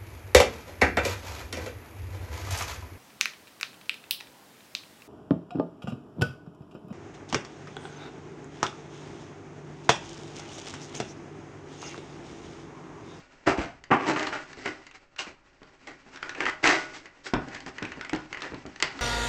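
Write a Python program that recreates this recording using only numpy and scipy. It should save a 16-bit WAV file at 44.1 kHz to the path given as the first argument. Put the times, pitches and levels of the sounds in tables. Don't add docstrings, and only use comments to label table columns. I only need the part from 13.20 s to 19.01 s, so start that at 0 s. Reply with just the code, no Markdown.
import sys
import numpy as np
from scipy import signal
from scipy.fft import rfft, irfft, next_fast_len
from scipy.io import wavfile
from scipy.ndimage import map_coordinates

SR = 44100
rng = np.random.default_rng(int(sys.argv[2]) if len(sys.argv) > 2 else 0)


def materialize(psi):
    bounded = np.clip(np.atleast_2d(psi).T, -1, 1)
    quanta = np.round(bounded * 32767).astype(np.int16)
    wavfile.write(sys.argv[1], SR, quanta)


N = 256220
BLOCK = 16384
HZ = np.fft.rfftfreq(BLOCK, 1 / SR)


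def amp(db):
    return 10 ** (np.asarray(db) / 20)


def unit(x):
    return x / np.sqrt(np.mean(x ** 2) + 1e-20)


def along(points, hz):
    freqs, values = np.transpose(points)
    return np.interp(np.log(hz + 1), np.log(freqs + 1), values)


def add(track, s, sound):
    part = track[max(round(s * SR), 0):][:len(sound)]
    part += sound[:len(part)]


def causal(gain):
    cepstrum = irfft(np.log(np.maximum(gain, 1e-6)))
    cepstrum[1:BLOCK // 2] *= 2
    cepstrum[BLOCK // 2 + 1:] = 0
    return irfft(np.exp(rfft(cepstrum)))


def resonance(hz, quality):
    damping = 1j * HZ * hz / quality
    return np.abs(damping / (hz * hz - HZ ** 2 + damping))


def wobble(rate):
    knots = rng.standard_normal(int(N * rate / SR) + 4)
    return map_coordinates(knots, [np.arange(N) * rate / SR])


# (frequency [Hz], relative level [dB])
HUSH_SPECTRUM = [(25, 8.5), (100, 1), (300, -20), (600, -42), (2000, -31.5), (4000, -32), (8000, -46.5)]

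def room_tone(level_db=-67):
    colour = amp(along(HUSH_SPECTRUM, np.fft.rfftfreq(N, 1 / SR)))
    return amp(level_db) * unit(irfft(rfft(rng.standard_normal(N)) * colour, N))


def hum(hz=566, level_db=-72):
    return amp(level_db) * np.sin(2 * np.pi * hz * np.arange(N) / SR)


# (frequency [Hz], t60 [s])
ROOM_DECAY = [(100, 1), (300, 0.077), (800, 0.53), (2000, 0.29), (5000, 0.32), (8000, 0.13)]

def echoes(x, tail_db, near_db, near_t60=0.24):
    hz, frame_s, noise = signal.stft(rng.standard_normal(SR * 2 // 3), SR, nperseg=256)
    decay = amp(-60 * frame_s / along(ROOM_DECAY, hz)[:, None])
    tail = signal.istft(noise * decay, SR, nperseg=256)[1]
    t = np.arange(len(tail)) / SR
    tail *= 1 - np.exp(-t / 0.0011)
    near = rng.standard_normal(len(t)) * amp(-60 * t / near_t60) * (1 - np.exp(-t / 0.0017))
    room = amp(tail_db) * tail / np.linalg.norm(tail) + amp(near_db) * near / np.linalg.norm(near)
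    return signal.fftconvolve(x, room)


# (frequency [Hz], width [Hz], level over the plain sheet [dB])
TRAY_MODES = [(144.5, 12, -2.5), (264.7, 7.9, -4), (310.8, 3.7, 0.5), (386, 14, 0.5), (621.4, 6.3, 2),
              (792, 11, -4), (1080, 5.6, -17.5), (1461, 5.3, 7), (1960, 100, -11), (2170, 57, -14),
              (2580, 61, -20.5)]

def tray_colour(spectrum):
    modes = sum(amp(db) * 1j * HZ * width / (hz * hz - HZ ** 2 + 1j * HZ * width)
                for hz, width, db in TRAY_MODES)
    return amp(along(spectrum, HZ)) * np.abs(1 + modes)


def sheet_response(colour, hollow_db, crisp_db, hollow_hz=600, crisp_hz=3150):
    low = 1 / (1 + (HZ / hollow_hz) ** 8)
    high = 1 - 1 / (1 + (HZ / crisp_hz) ** 16)
    bands = [(low, hollow_db), (np.abs(1 - low - high), 0), (high, crisp_db)]
    power = sum((amp(db) * unit(colour * np.sqrt(share))) ** 2 for share, db in bands)
    return causal(np.sqrt(power))


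def slips(size, rate, spread_db, hiss_db):
    jerks = (rng.random(size) < rate / SR) * rng.choice([-1, 1], size)
    sizes = amp(spread_db * np.clip(rng.standard_normal(size), -2, 2))
    return unit(unit(jerks * sizes) + amp(hiss_db) * rng.standard_normal(size))


def rattle(response, t60):
    t = np.arange(SR // 30) / SR
    waves = rng.standard_normal(len(t)) * amp(-60 * t / t60)
    waves = irfft(np.exp(1j * np.angle(rfft(waves, BLOCK))))[:len(t)]
    return signal.fftconvolve(waves, response)


# (time [s], effort [dB])
FINGER_EFFORT = [(0, -55), (0.25, -56.5), (0.64, -62), (1.06, -41), (1.3, -49.5), (1.62, -54), (1.9, -65.5),
                 (2.5, -56), (2.68, -52.5), (2.8, -57), (3.1, -45.5), (3.4, -52.5), (3.67, -47),
                 (4.04, -57), (4.25, -48.5), (5.3, -51), (5.57, -51.5), (5.81, -44)]

def effort_db(s):
    return np.interp(s, *np.transpose(FINGER_EFFORT))


# (frequency [Hz], relative level [dB])
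SHEET_SPECTRUM = [(40, -8.5), (130, -8), (200, -13), (300, 8.5), (390, 3.5), (520, 0), (700, 2),
                  (1100, 0.5), (1600, 1.5), (2150, -0.5), (2850, -4.5), (3450, -12.5), (4700, -12.5),
                  (6200, -15.5), (7600, -21)]
PANEL_SPECTRUM = [(30, -4.5), (70, -6.5), (138, -4.5), (200, -5), (290, 2), (480, -7.5), (900, -16),
                  (2500, -24.5), (6000, -69.5)]

def fingers(rustle_db=-4.5, flex_db=-11.0, hiss_db=-9.5, lift_s=4.15, firm_db=-50):
    sheet, panel = tray_colour(SHEET_SPECTRUM), tray_colour(PANEL_SPECTRUM)
    effort = effort_db(np.arange(N) / SR) + 2.5 * wobble(rate=35)
    freed_db = 4.5 * (np.arange(N) / SR > lift_s)
    layers = [(sheet * resonance(1100, quality=0.15), rustle_db),
              (panel * resonance(170, quality=0.99), flex_db + freed_db),
              (sheet * resonance(7500, quality=0.41) ** 2, hiss_db + 0.16 * (effort - firm_db))]
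    sound = np.zeros(N)
    for colour, gain_db in layers:
        rubbing = amp(effort + gain_db) * slips(N, rate=700, spread_db=2.5, hiss_db=3)
        sound += signal.fftconvolve(rubbing, causal(unit(colour)))[:N]
    return sound + echoes(sound, tail_db=-16.5, near_db=-11.5)[:N]


def small_creases(per_s=8, yield_db=-51.5, offset_db=-5.5, spread_db=9, crisp_db=-4.5, hz=1800):
    draws = rng.standard_normal((int(per_s * N / SR), 3))
    times = np.clip((np.arange(len(draws)) + 0.5 + draws[:, 0] / 2) / per_s, 0, N / SR)
    return [(s, effort_db(s) + offset_db + spread_db * size, crisp_db, hz * 2 ** (0.23 * pitch))
            for s, (_, size, pitch) in zip(times, draws) if effort_db(s) > yield_db]


# (time [s], rise [s], fade t60 [s], relative level [dB], hollow [dB], crisp [dB], patch resonance [Hz])
DRAGS = [(0.26, 0.012, 0.17, -23, -1, -10.5, 678), (0.372, 0.0053, 0.32, -33.5, -5.5, -10.5, 676),
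         (0.706, 0.0092, 0.17, -22.5, -2, -20.5, 1155), (0.784, 0.023, 0.29, -34, -2.5, -15, 1110),
         (0.852, 0.029, 0.2, -25.5, 0.5, -9, 920), (0.957, 0.0044, 0.41, -30.5, -3, -11, 1710),
         (1.122, 0.0039, 0.19, -29, -7.5, -14.5, 1380), (1.367, 0.0055, 0.6, -48, -3, -3, 2020),
         (1.448, 0.0052, 0.17, -30.5, 0, -11, 1970), (1.735, 0.014, 0.087, -48, -8.5, -4, 2170),
         (1.98, 0.0097, 0.14, -36.5, -11.5, 2.5, 2780), (2.063, 0.0052, 0.15, -45, -1.5, -5, 2400),
         (2.667, 0.0062, 0.19, -44, -1, -10, 1960), (3.033, 0.0061, 0.2, -47.5, 0.5, -13, 1840),
         (3.145, 0.079, 0.096, -33, -2, -12.5, 1670), (3.264, 0.0054, 0.13, -28.5, -9, -13.5, 1900),
         (3.427, 0.016, 0.38, -18.5, -6, -7.5, 2025), (3.728, 0.013, 0.19, -43.5, -8.5, -1.5, 2140),
         (4.034, 0.033, 0.082, -40, -4, 1, 1940), (4.295, 0.046, 0.17, -40, -7.5, -9.5, 1800),
         (5.216, 0.0072, 0.25, -37.5, -4, -12, 1780)]

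def scrapes(gain_db=-2, hold_share=0.14, patch_db=8.5, deepest_hz=133):
    out = np.zeros(N)
    colour = tray_colour(SHEET_SPECTRUM) * np.minimum(HZ / deepest_hz, 1) ** 2
    for s, rise, fade, db, hollow_db, crisp_db, hz in DRAGS:
        hold = hold_share * fade
        t = np.arange(min(int((rise + hold + fade) * SR), SR)) / SR
        force = np.minimum(t / rise, 1) * amp(-60 * np.maximum(t - rise - hold, 0) / fade)
        drag = amp(db + gain_db) * force * slips(SR, rate=1000, spread_db=2, hiss_db=-3)[:len(t)]
        patch = np.hypot(1, amp(patch_db) * resonance(hz, quality=11))
        sound = signal.fftconvolve(drag, sheet_response(colour * patch, hollow_db, crisp_db))
        add(out, s, sound)
        add(out, s, echoes(sound, tail_db=-14, near_db=-9))
    return out


# (time [s], relative level [dB], relative knock [dB], deepest pitch of the moving part [Hz])
PANEL_BUMPS = [(0.273, -14.5, 12.5, 44.7), (0.384, -15, -26, 45), (0.705, -20, -2, 120),
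               (0.715, -9.5, 9.5, 125), (0.888, -18.5, -20, 123.4), (0.962, -25.5, -11, 110),
               (1.071, -29, 10, 80), (1.374, -34, -25, 50), (1.459, -32, -10, 70), (2.069, -34, -19, 60),
               (2.418, -39.5, 4, 35), (2.864, -41.5, 3, 100), (4.136, -10.5, -3.5, 40.8),
               (4.164, -27, 8.5, 40), (4.277, -30, -4, 40), (4.463, -31, 5, 70.5), (4.623, -22.5, -7, 70.6),
               (4.774, -30.5, -11, 50), (4.931, -17.5, 0, 50), (5.321, -26, -21.5, 50),
               (5.337, -29.5, 0, 60), (5.454, -27.5, -12, 60)]

def thumps(gain_db=-1, knock_gain_db=8):
    out, panel = np.zeros(N), tray_colour(PANEL_SPECTRUM)
    contact = causal(unit(tray_colour(SHEET_SPECTRUM) * resonance(944, quality=0.99) ** 2))
    for s, db, knock_db, deepest_hz in PANEL_BUMPS:
        push = causal(panel * np.minimum(HZ / deepest_hz, 1) ** 3)
        knock = amp(knock_db + knock_gain_db) * rattle(contact, t60=0.03)[:BLOCK]
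        sound = amp(db + gain_db) * (knock - push / np.abs(push).max())
        add(out, s, sound)
        add(out, s, echoes(sound, tail_db=-7.5, near_db=3.5))
    return out


# (frequency [Hz], relative level [dB])
CREASE_SPECTRUM = [(60, -13), (200, -15.5), (350, -4.5), (600, -7.5), (950, 0.5), (1400, 1), (2000, -2),
                   (2700, -4.5), (3600, -10.5), (4800, -11.5), (6200, -13.5), (7600, -17)]
# (frequency [multiple of its pitch], relative level [dB])
CREASE_MODES = [(0.999, 0.5), (1.522, -2.5), (2.348, -0.5), (3.452, -1)]
# (time [s], relative level [dB], crisp [dB], crease pitch [Hz])
BUCKLES = [(0.639, -44.5, -3, 1960), (0.962, -26.5, -20, 1260), (0.995, -34, -1, 2790),
           (1.029, -32.5, -4.5, 1980), (1.069, -32, -1, 1194), (1.459, -28.5, -12, 1990),
           (1.667, -45, -3.5, 1970), (1.712, -48, -7, 2555), (1.962, -45.5, -7, 1730),
           (1.991, -29.5, -7, 2670), (2.431, -51, -3, 1370), (2.672, -41, -6.5, 2150),
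           (2.973, -42, -8, 1600), (3.028, -30, -12, 1430), (3.149, -37, -12, 2660),
           (3.205, -22.5, -16, 2070), (3.255, -25, -12.5, 1870), (3.264, -22.5, -19, 1330),
           (3.296, -34, -5.5, 2130), (3.44, -18.5, -17, 2130), (3.455, -17.5, -25, 1560),
           (3.474, -17.5, -5.5, 2750), (3.857, -42, -9.5, 1940), (4.065, -35.5, -17, 1500),
           (4.137, -26, -7, 1555), (4.285, -46.5, -3, 2080), (4.347, -37, -5, 2060), (4.404, -44, -1, 1960),
           (4.463, -41, -3, 2000), (4.583, -33, -12, 1890), (4.626, -31.5, -7, 1610),
           (4.651, -33.5, -11, 2500), (4.719, -34, -13, 1880), (4.794, -44, -16, 1700),
           (4.811, -32.5, -8.5, 1530), (4.848, -36, -10, 2030), (4.895, -34, -7, 2200),
           (4.933, -30.5, -8, 1803), (4.949, -38.5, -1.5, 1330), (5.128, -31, -10.5, 1900),
           (5.146, -34.5, -15, 1950), (5.172, -35, -16, 1950), (5.22, -35, 0.5, 1150),
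           (5.344, -45, -0.5, 1150), (5.464, -49, 1.5, 2012), (5.625, -18.5, -1, 2070),
           (5.791, -35, -6, 1300)]

def snaps(creases, gain_db=23.5, hollow_db=-13.5, crack_db=-12.5):
    out, colour = np.zeros(N), tray_colour(CREASE_SPECTRUM)
    for s, db, crisp_db, hz in creases:
        mode_power = sum((amp(mode_db) * resonance(hz * ratio * np.exp(0.03 * rng.normal()), quality=8))
                         ** 2 for ratio, mode_db in CREASE_MODES)
        crease = np.sqrt(amp(crack_db) ** 2 + mode_power)
        response = amp(db + gain_db) * sheet_response(colour * crease, hollow_db, crisp_db)
        add(out, s, rattle(response, t60=0.022))
        dulled = signal.lfilter([0.3], [1, -0.7], response)
        add(out, s, echoes(rattle(dulled, t60=0.008), tail_db=-4, near_db=-6))
    return out


def scene():
    handling = snaps(BUCKLES) + thumps() + scrapes() + fingers()
    background = room_tone() + hum()
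    ticks = snaps(small_creases())
    return (handling + background + ticks)[None]


def record(dry, top_hz=8200):
    size = next_fast_len(N + SR // 2)
    gain = 1 / (1 + (np.fft.rfftfreq(size, 1 / SR) / top_hz) ** 70)
    return irfft(rfft(dry, size) * gain, size)[:, :N]


dry = scene()
out = record(dry)
materialize(out)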